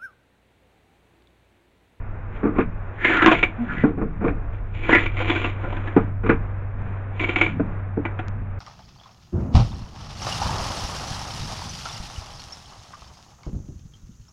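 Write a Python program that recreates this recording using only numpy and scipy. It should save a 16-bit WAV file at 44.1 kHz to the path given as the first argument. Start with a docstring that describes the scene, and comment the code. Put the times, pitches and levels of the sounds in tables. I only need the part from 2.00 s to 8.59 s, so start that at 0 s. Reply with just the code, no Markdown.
"""Prying a plywood floor out of a fibreglass boat

Wood fibres tear in runs of crackle and sharp cracks. The loose sheet knocks on the hull,
rasps as its edge drags and groans as it bends. Shifting weight flexes and rocks the boat,
and a machine hums in the room. The loudest blows overload a dull-sounding microphone."""
import sys
import numpy as np
from scipy import signal
from scipy.fft import rfft, irfft
from scipy.io import wavfile
from scipy.ndimage import uniform_filter1d

SR = 44100
rng = np.random.default_rng(int(sys.argv[2]) if len(sys.argv) > 2 else 0)


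def to_wav(sig):
    """Store sig (one row per channel, or 1-D mono) as 16-bit WAV at the path in sys.argv[1].

    Samples outside -1..1 are clipped; the rate is SR.
    """
    pcm = np.clip(np.atleast_2d(sig), -1, 1) * 32767
    pcm = np.round(pcm).astype(np.int16)
    wavfile.write(sys.argv[1], SR, pcm.T)  # frames by channels


N = 290619
TIME = np.arange(N) / SR
LEAD_S = 0.002016  # a blow starts this long before its listed time

# overall tone of splintering wood: pitch_hz, level_db
SPLINTER_TONE = [(90, -28), (200, -9.5), (320, 0), (430, -11), (600, -11), (1000, -11), (1700, -9.5),
                 (2400, -4.5), (2900, -10), (3700, -19), (4300, -36), (5200, -47), (6200, -42.5),
                 (7200, -39)]
# pitches at which that wood rings: pitch_hz, width_hz, boost_db
SPLINTER_RINGS = [(335, 60, 6.5), (726, 23, 10.5), (917, 32, 3), (1017, 68, 5), (1168, 17, 5),
                  (1422, 77, 8), (1680, 20, 5), (1664, 8, -9.5), (2000, 18, 8.5), (2450, 8.1, 2.5),
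                  (3505, 96, 2.5)]
# shifts of weight in the boat: time_s, flex_db, rocking_db
WEIGHT_SHIFTS = [(0.6, -34.5, -32.5), (1.3, -31, -41), (1.79, -29.5, -36), (2.04, -28.5, -43.5),
                 (2.28, -39.5, -25.5), (2.99, -58, -29), (3.66, -39, -43), (4.33, -36, -25),
                 (4.761, -56.5, -33.5), (5.572, -34.5, -32), (6.38, -43, -32)]


def cracks(note_width=0.11, note_boost_db=15.5):
    """Layers of plywood snap, each with a bright burst that rings the broken piece."""
    # deeper snaps have more bass and middle: start_s, level_db, depth_db, fade_s, pitch_hz
    snaps = [(1.049, -13.5, -7.5, 0.0041, 2110), (1.097, -29, 7, 0.0068, 1820),
             (1.17, -20.5, -2.5, .01, 1480), (1.222, -17, 4, 0.0088, 1460), (1.244, -23, 7, 0.0054, 1650),
             (1.261, -11.5, 4.5, 0.02, 1060), (1.280, -26, 12, 0.0042, 1650), (1.315, -14.5, 3, 0.013, 667),
             (1.35, -19, -4, .005, 2210), (1.387, -23.5, -9, 0.0043, 2310),
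             (1.430, -8, -10.5, 0.0087, 2300), (2.836, -29.5, -13, .008, 2300),
             (2.893, -26.5, 11, .007, 460), (2.929, -14.5, 1.5, 0.0063, 2000),
             (2.951, -13, -2.5, .008, 2290), (3.06, -21.5, -6.5, 0.0088, 2300),
             (3.169, -26.5, -11, 0.011, 2230), (3.203, -28.5, 4, 0.013, 510),
             (3.299, -20.5, -1, 0.0062, 3400), (3.361, -28.5, 2.5, 0.0081, 1550),
             (3.444, -22.5, -1.5, 0.0083, 2710), (3.634, -44.5, 15.5, 0.036, 580),
             (3.727, -39, 9, 0.0055, 1000), (3.767, -36.5, 3, .008, 1580), (3.874, -35.5, 4.5, .008, 1720),
             (5.196, -21.5, -8, 0.012, 2350), (5.239, -18, -8.5, 0.008, 2260),
             (5.292, -22, -6.5, 0.0047, 2330), (5.36, -15, -8.5, 0.0042, 2290),
             (5.413, -8.5, -9.5, 0.0092, 2253), (5.464, -20.5, -9, 0.0039, 2320),
             (6.053, -26, 2, 0.0088, 2310), (6.191, -34, 6, 0.0084, 760)]
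    # balance added to every crack: bass_db, middle_db, treble_db
    balance = np.array([-4.5, -6.8, -6.8])
    out = np.zeros(N)
    for start, db, depth, fade, pitch in snaps:
        piece = body(SPLINTER_TONE, SPLINTER_RINGS + [(pitch, note_width * pitch, note_boost_db)])
        bands_db = np.array([db + depth, db + depth, db]) + balance
        add(out, start - LEAD_S, blow(piece, bands_db, fade, rise_s=0.0028, grit=0.69, echo_db=-15.5))
    return out


def crackle():
    """With each pull, small fibres tear in clumps and ring the splintering sheet."""
    # pulls on the sheet: start_s, length_s, level_db, build_s
    pulls = [(0.332, .06, -49, .02), (1.073, 0.3, -21.5, 0.084), (1.38, .07, -37, .05),
             (1.791, 0.032, -36, 0.25), (2.55, 0.012, -48.5, .04), (2.76, 0.13, -42, 0.091),
             (2.835, .04, -38, 0.018), (2.911, 0.068, -19.5, 0.081), (2.983, 0.045, -23.5, .05),
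             (3.187, 0.07, -23.5, 0.04), (3.278, 0.19, -25, 0.12), (3.604, 0.39, -42.5, 0.12),
             (4.8, .2, -56, 0.042), (5.21, .12, -28.5, 0.062), (5.384, 0.092, -23.5, 0.057)]
    # the panel's boom, the fibreglass skin and a fine fizz: pitch_hz, width_hz, boost_db
    fibre_rings = [(450, 190, 10), (2330, 100, 8.5), (6940, 1200, 4.5)]
    sheet = body(SPLINTER_TONE, SPLINTER_RINGS + fibre_rings)
    clumps = tiny_snaps(per_s=900, spread_db=3.5) * amp(2.5 * drift(hz=40))
    tearing = unit(through(clumps, sheet))
    effort = together(swell(*pull, release_s=0.08, droop_db=4) for pull in pulls)
    return amp(-2) * in_hull(tearing * effort, echo_db=-3)


def knocks(note_width=0.11, note_boost_db=7):
    """The loose sheet bumps the hull with dull, woody thuds."""
    # bumps: start_s, level_db, tilt_db (step from bass to middle to treble), fade_s, pitch_hz
    bumps = [(0.432, -15, -14, 0.027, 1220), (0.452, -14, -14, 0.042, 1190),
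             (0.554, -23.5, -8, 0.038, 1060), (0.585, -10.5, -10, 0.013, 1010),
             (0.604, -22, -4, 0.013, 1510), (1.839, -6.5, -16.5, 0.017, 800),
             (1.869, -23.5, -14.5, 0.051, 742), (1.975, -23, -14.5, 0.053, 735),
             (2.015, -17.5, -14, 0.016, 1060), (2.208, -21.5, -13, 0.073, 710),
             (2.243, -14.5, -11.5, 0.03, 1100), (2.278, -21, -5.5, 0.013, 720),
             (3.966, -4.5, -14, 0.015, 820), (4.234, -23, -9, 0.024, 1400),
             (4.261, -21.5, -5.5, 0.017, 1150), (4.294, -8.5, -6.5, 0.022, 1640),
             (5.598, -14, -16, 0.012, 640), (5.973, -16.5, -22, 0.016, 920)]
    # overall tone of the struck sheet: pitch_hz, level_db
    sheet_tone = [(65, -28.5), (130, -7), (300, -1.5), (450, -8.5), (580, -17.5), (1050, -17.5),
                  (1450, -19.5), (1900, -22.5), (2400, -18.5), (3000, -38.5), (3800, -45.5), (4800, -77.5),
                  (7200, -64.5)]
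    # pitches at which it rings: pitch_hz, width_hz, boost_db
    sheet_rings = [(217.5, 8.3, 4.1), (287.8, 37, 7.7), (453, 30, 10.3), (693, 35, 1.5), (1200, 87, 5.9),
                   (1440, 130, 5.6)]
    # balance added to every knock: bass_db, middle_db, treble_db
    balance = np.array([-4.5, -5., -5.])
    out = np.zeros(N)
    for start, db, tilt, fade, pitch in bumps:
        sheet = body(sheet_tone, sheet_rings + [(pitch, note_width * pitch, note_boost_db)])
        bands_db = db + tilt * np.arange(3) + balance
        rise_s = 0.00045 / amp(db)  # a gentler bump stays in contact longer
        add(out, start - LEAD_S, blow(sheet, bands_db, fade, rise_s, grit=0.45, echo_db=-13.5))
        add(out, start, amp(db - 17.5) * bending_note())
    return out


def bending_note(high_hz=380, low_hz=190, glide_s=0.025, rise_s=0.019, fade_s=0.049):
    """The struck sheet's note falls as the sheet goes slack."""
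    t = TIME[:SR // 3]
    glide = low_hz + (high_hz - low_hz) * np.exp(-t / glide_s)
    detune = rng.uniform(0.93, 0.98)
    wobble = 1 + 0.14 * unit(uniform_filter1d(rng.standard_normal(len(t)), size=200))
    phase = 2 * np.pi * np.cumsum(glide * detune * wobble) / SR
    return np.sin(phase) * (1 - np.exp(-t / rise_s)) ** 2 * np.exp(-t / fade_s)


def rasp(stage_width_hz=850):
    """The dragging edge slips rapidly, ringing at a pitch that moves with the contact point."""
    # drags of the edge: start_s, length_s, level_db, build_s, first_hz, last_hz
    drags = [(1.014, .02, -33.5, 0.057, 1790, 1950), (1.048, 0.014, -15, 0.015, 2000, 2030),
             (1.121, 0.061, -20, 0.043, 1770, 1485), (1.192, 0.032, -19, .02, 1850, 1480),
             (1.705, .025, -30, 0.055, 1590, 1530), (1.775, 0.051, -32.5, 0.027, 1780, 1910),
             (2.933, 0.033, -16.5, 0.05, 1890, 1980)]
    out = np.zeros(N)
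    pole = np.exp(-np.pi * stage_width_hz / SR)
    flat_tone = [(100, 0.0044), (8000, 0.013)]
    slips = through(tiny_snaps(per_s=2100, spread_db=1.5), body(flat_tone, SPLINTER_RINGS))
    for start, length, db, build, first_hz, last_hz in drags:
        pitch = np.interp(TIME, (start, start + length), (first_hz, last_hz))
        # a moving filter: shift the pitch down to zero, smooth in three stages, shift back
        shift = np.exp(2j * np.pi * np.cumsum(pitch) / SR)
        smoothed = signal.lfilter([1 - pole], np.poly([pole] * 3), slips / shift)
        ringing = unit((shift * smoothed).real)
        out += ringing * swell(start, length, db, build, release_s=0.05, droop_db=3)
    return in_hull(out, echo_db=-3.5)


def groan(start_s=1.57, length_s=0.1, pitch_hz=215, bend_hz=26):
    """The bent sheet sticks and slips: a hollow note whose pitch and level rise and fall."""
    arch = np.sin(np.pi * np.clip((TIME - start_s) / length_s, 0, 1))
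    pitch = (pitch_hz + bend_hz * arch) * (1 + 0.021 * drift(hz=40))
    phase = 2 * np.pi * np.cumsum(pitch) / SR
    return amp(-21.5) * unit(np.sin(phase) + amp(-20) * np.sin(3 * phase)) * arch ** 2


def tick(start_s=6.2835, level_db=-21, fade_s=0.00006):
    """One tiny dry tick, with no ring."""
    out = np.zeros(N)
    add(out, start_s, amp(level_db) * np.exp(-TIME[:64] / fade_s))
    return out


def scuffing():
    """Rubbing on the floor makes soft swells of noise."""
    # scuffs: start_s, length_s, level_db, build_s
    scuffs = [(0.357, 0.18, -40.5, 0.13), (1.59, 0.2, -44, .1), (3.58, 0.51, -41, .2),
              (4.423, 0.043, -45.5, 0.089), (4.8, 0.15, -41.5, .1), (6.064, 0.22, -39.5, 0.36)]
    # tone of the rubbing: pitch_hz, level_db
    tone = [(150, -6), (300, 2), (600, 1.5), (900, -0.5), (1500, -2), (2000, -8.5), (2500, -12.5),
            (3000, -26.5), (3800, -33), (4500, -59.5), (6000, -49), (7200, -48.5)]
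    swells = [swell(*scuff, release_s=0.14, droop_db=1.5) for scuff in scuffs]
    return movement_noise(tone, swells, rest_db=-45, flutter_db=2.02)


def flexing():
    """The hull flexes with a low murmur at each shift of weight."""
    # tone of the flexing hull: pitch_hz, level_db
    tone = [(60, -23.5), (120, 1), (180, 5), (260, -1), (400, -25.5), (900, -41.5), (2000, -72)]
    swells = [swell(time, 0, db, build_s=0.31, release_s=0.25) for time, db, _ in WEIGHT_SHIFTS]
    return movement_noise(tone, swells, rest_db=-49, flutter_db=3)


def rocking(lag_s=0.035):
    """The boat rocks with a deep rumble that peaks just after each shift of weight."""
    # tone of the rumble: pitch_hz, level_db
    tone = [(8, -13), (24, -3.5), (45, -10.5), (65, -15), (110, -19), (200, -38), (800, -84.5)]
    swells = [swell(time + lag_s, 0, db, build_s=0.6, release_s=0.38) for time, _, db in WEIGHT_SHIFTS]
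    return movement_noise(tone, swells, rest_db=-33, flutter_db=1.8)


def hum():
    """A machine hums on a few low, wavering notes and grows louder midway."""
    # the machine's notes: pitch_hz, relative_db
    notes = [(97.6, 2.5), (122.5, -15), (150.7, -22.5), (194.6, -22), (581.4, -32)]
    # how its loudness changes: time_s, relative_db
    loudness = [(0.0, -35), (2.2, -36), (3.2, -28), (6.59, -28.5)]
    chord = sum(amp(db + 1.2 * drift(hz=12)) * np.sin(2 * np.pi * pitch * TIME + 0.4 * drift(hz=3.2))
                for pitch, db in notes)
    return amp(-1.5) * unit(chord) * amp(np.interp(TIME, *np.transpose(loudness)))


def blow(response, bands_db, fade_s, rise_s, grit, echo_db):
    """A quick burst of small slips rings a body; bands_db sets its bass, middle and treble."""
    # where bass blends into middle, then middle into treble: from_hz, to_hz
    band_edges = [(500, 950), (1500, 2100)]
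    echo = hull_echo()
    size = len(echo)
    t = TIME[:size]
    slips = unit(rng.standard_normal(size) * np.exp(grit * rng.standard_normal(size)))
    burst = slips * (1 - np.exp(-t / rise_s)) * np.exp(-t / fade_s)
    spectrum = rfft(through(burst + amp(echo_db) * echo, response), 2 * size)
    hz = np.fft.rfftfreq(2 * size, 1 / SR)
    bass, below_treble = (np.interp(hz, edges, (1, 0)) for edges in band_edges)
    bands = irfft(spectrum * np.array([bass, below_treble - bass, 1 - below_treble]))[:, :size]
    opening_levels = bands[:, :1100].std(axis=1)  # over the first 25 ms
    return (amp(bands_db) / opening_levels) @ bands


def tiny_snaps(per_s, spread_db):
    """Clicks at random moments, most weak and a few strong."""
    strength = amp(spread_db * np.minimum(rng.exponential(1, N), 3.5))
    return strength * rng.choice([-1, 1], N) * (rng.random(N) < per_s / SR)


def movement_noise(tone, swells, rest_db, flutter_db):
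    """Noise that flutters, swells with each movement and settles back to a resting level."""
    noise = unit(through(rng.standard_normal(N), body(tone)))
    return noise * together([amp(rest_db)] + swells) * amp(flutter_db * drift(hz=2.4))


def body(tone, rings=(), size=8192):
    """How an object answers one click, given its overall tone and ringing pitches."""
    hz = np.fft.rfftfreq(size, 1 / SR)
    peaks_db = sum(boost / (1 + (2 * (hz - pitch) / width) ** 2) for pitch, width, boost in rings)
    db = curve_at(tone, hz) + peaks_db
    log_gain = np.log(amp(np.r_[db, db[-2:0:-1]]))
    # minimum phase: all the ringing comes after the click
    response = np.fft.ifft(np.exp(np.conj(signal.hilbert(log_gain)))).real
    return response[:size // 2] * np.hanning(size)[size // 2:]


def hull_echo(size=16384):
    """Sound bounces around the hull; the bass builds up later and rings longer."""
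    # how long the hull takes to fade by 60 dB: pitch_hz, ring_s
    ring_times = [(110, 1), (220, 0.28), (400, 0.11), (1000, 0.21), (2300, .2), (5000, 0.18)]
    pitches = np.array(ring_times)[:, 0]
    t, hz = TIME[:size], np.fft.rfftfreq(size, 1 / SR)
    noise = rfft(rng.standard_normal(size))
    echo = np.zeros(size)
    for (pitch, ring_s), share in zip(ring_times, np.eye(len(pitches))):
        band = irfft(noise * curve_at(np.c_[pitches, share], hz))
        echo += band * amp(-60 * t / ring_s) * (1 - np.exp(-t * pitch / 1.8))
    return echo


def in_hull(sound, echo_db):
    """A sound together with its echo in the hull."""
    echo = hull_echo()
    return sound + amp(echo_db) * through(sound, echo / np.linalg.norm(echo))


def swell(start_s, length_s, db, build_s, release_s, droop_db=0):
    """Gain of one effort: up 21 dB in build_s, drooping while held, down 21 dB in release_s."""
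    before = np.maximum(start_s - TIME, 0)
    after = np.maximum(TIME - start_s - length_s, 0)
    held = np.interp(TIME, (start_s, start_s + length_s), (0, 1))
    return amp(db - droop_db * held - 21 * (before / build_s + after / release_s))


def together(gains):
    """Joint gain of unrelated efforts: their powers add."""
    return np.sqrt(sum(gain ** 2 for gain in gains))


def drift(hz):
    """A smooth random wobble, mostly slower than hz, with a typical size of one."""
    rates = np.fft.rfftfreq(1024, 1 / 100)
    slow = irfft(rfft(rng.standard_normal(1024)) * np.exp(-(rates / hz) ** 2))
    return unit(np.interp(TIME, np.arange(1024) / 100, slow))


def through(sound, response):
    """Makes every sample of a sound set off the given response to a click."""
    return signal.fftconvolve(sound, response)[:len(sound)]


def curve_at(points, hz):
    """Joins (pitch_hz, value) points with lines, on a scale of octaves."""
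    pitches, values = np.transpose(points)
    return np.interp(np.log(hz + 1), np.log(pitches + 1), values)


def add(mix, start_s, sound):
    """Mixes a sound in at a given time."""
    part = mix[max(round(start_s * SR), 0):][:len(sound)]
    part += sound[:len(part)]


def amp(db):
    """Turns decibels into gain."""
    return 10 ** (np.asarray(db) / 20)


def unit(sound):
    """Scales a sound to an average (rms) level of one."""
    return sound / np.sqrt(np.mean(sound ** 2) + 1e-20)


def scene():
    """The breaking floor over the movement in the boat and the hum, in one channel."""
    movement = scuffing() + flexing() + rocking()
    floor = cracks() + knocks() + crackle() + rasp() + groan()
    return (floor + tick() + movement + hum())[None]


def record(dry, ceiling=1.05, cutoff_hz=7400):
    """The microphone overloads, rounding off the loudest peaks, and loses the high treble."""
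    rounded = dry / (1 + (dry / ceiling) ** 6) ** (1 / 6)
    treble_cut = signal.firwin(511, cutoff_hz, window=("kaiser", 9), fs=SR)
    return signal.oaconvolve(rounded, treble_cut[None], "same")


dry = scene()
out = record(dry)
to_wav(out)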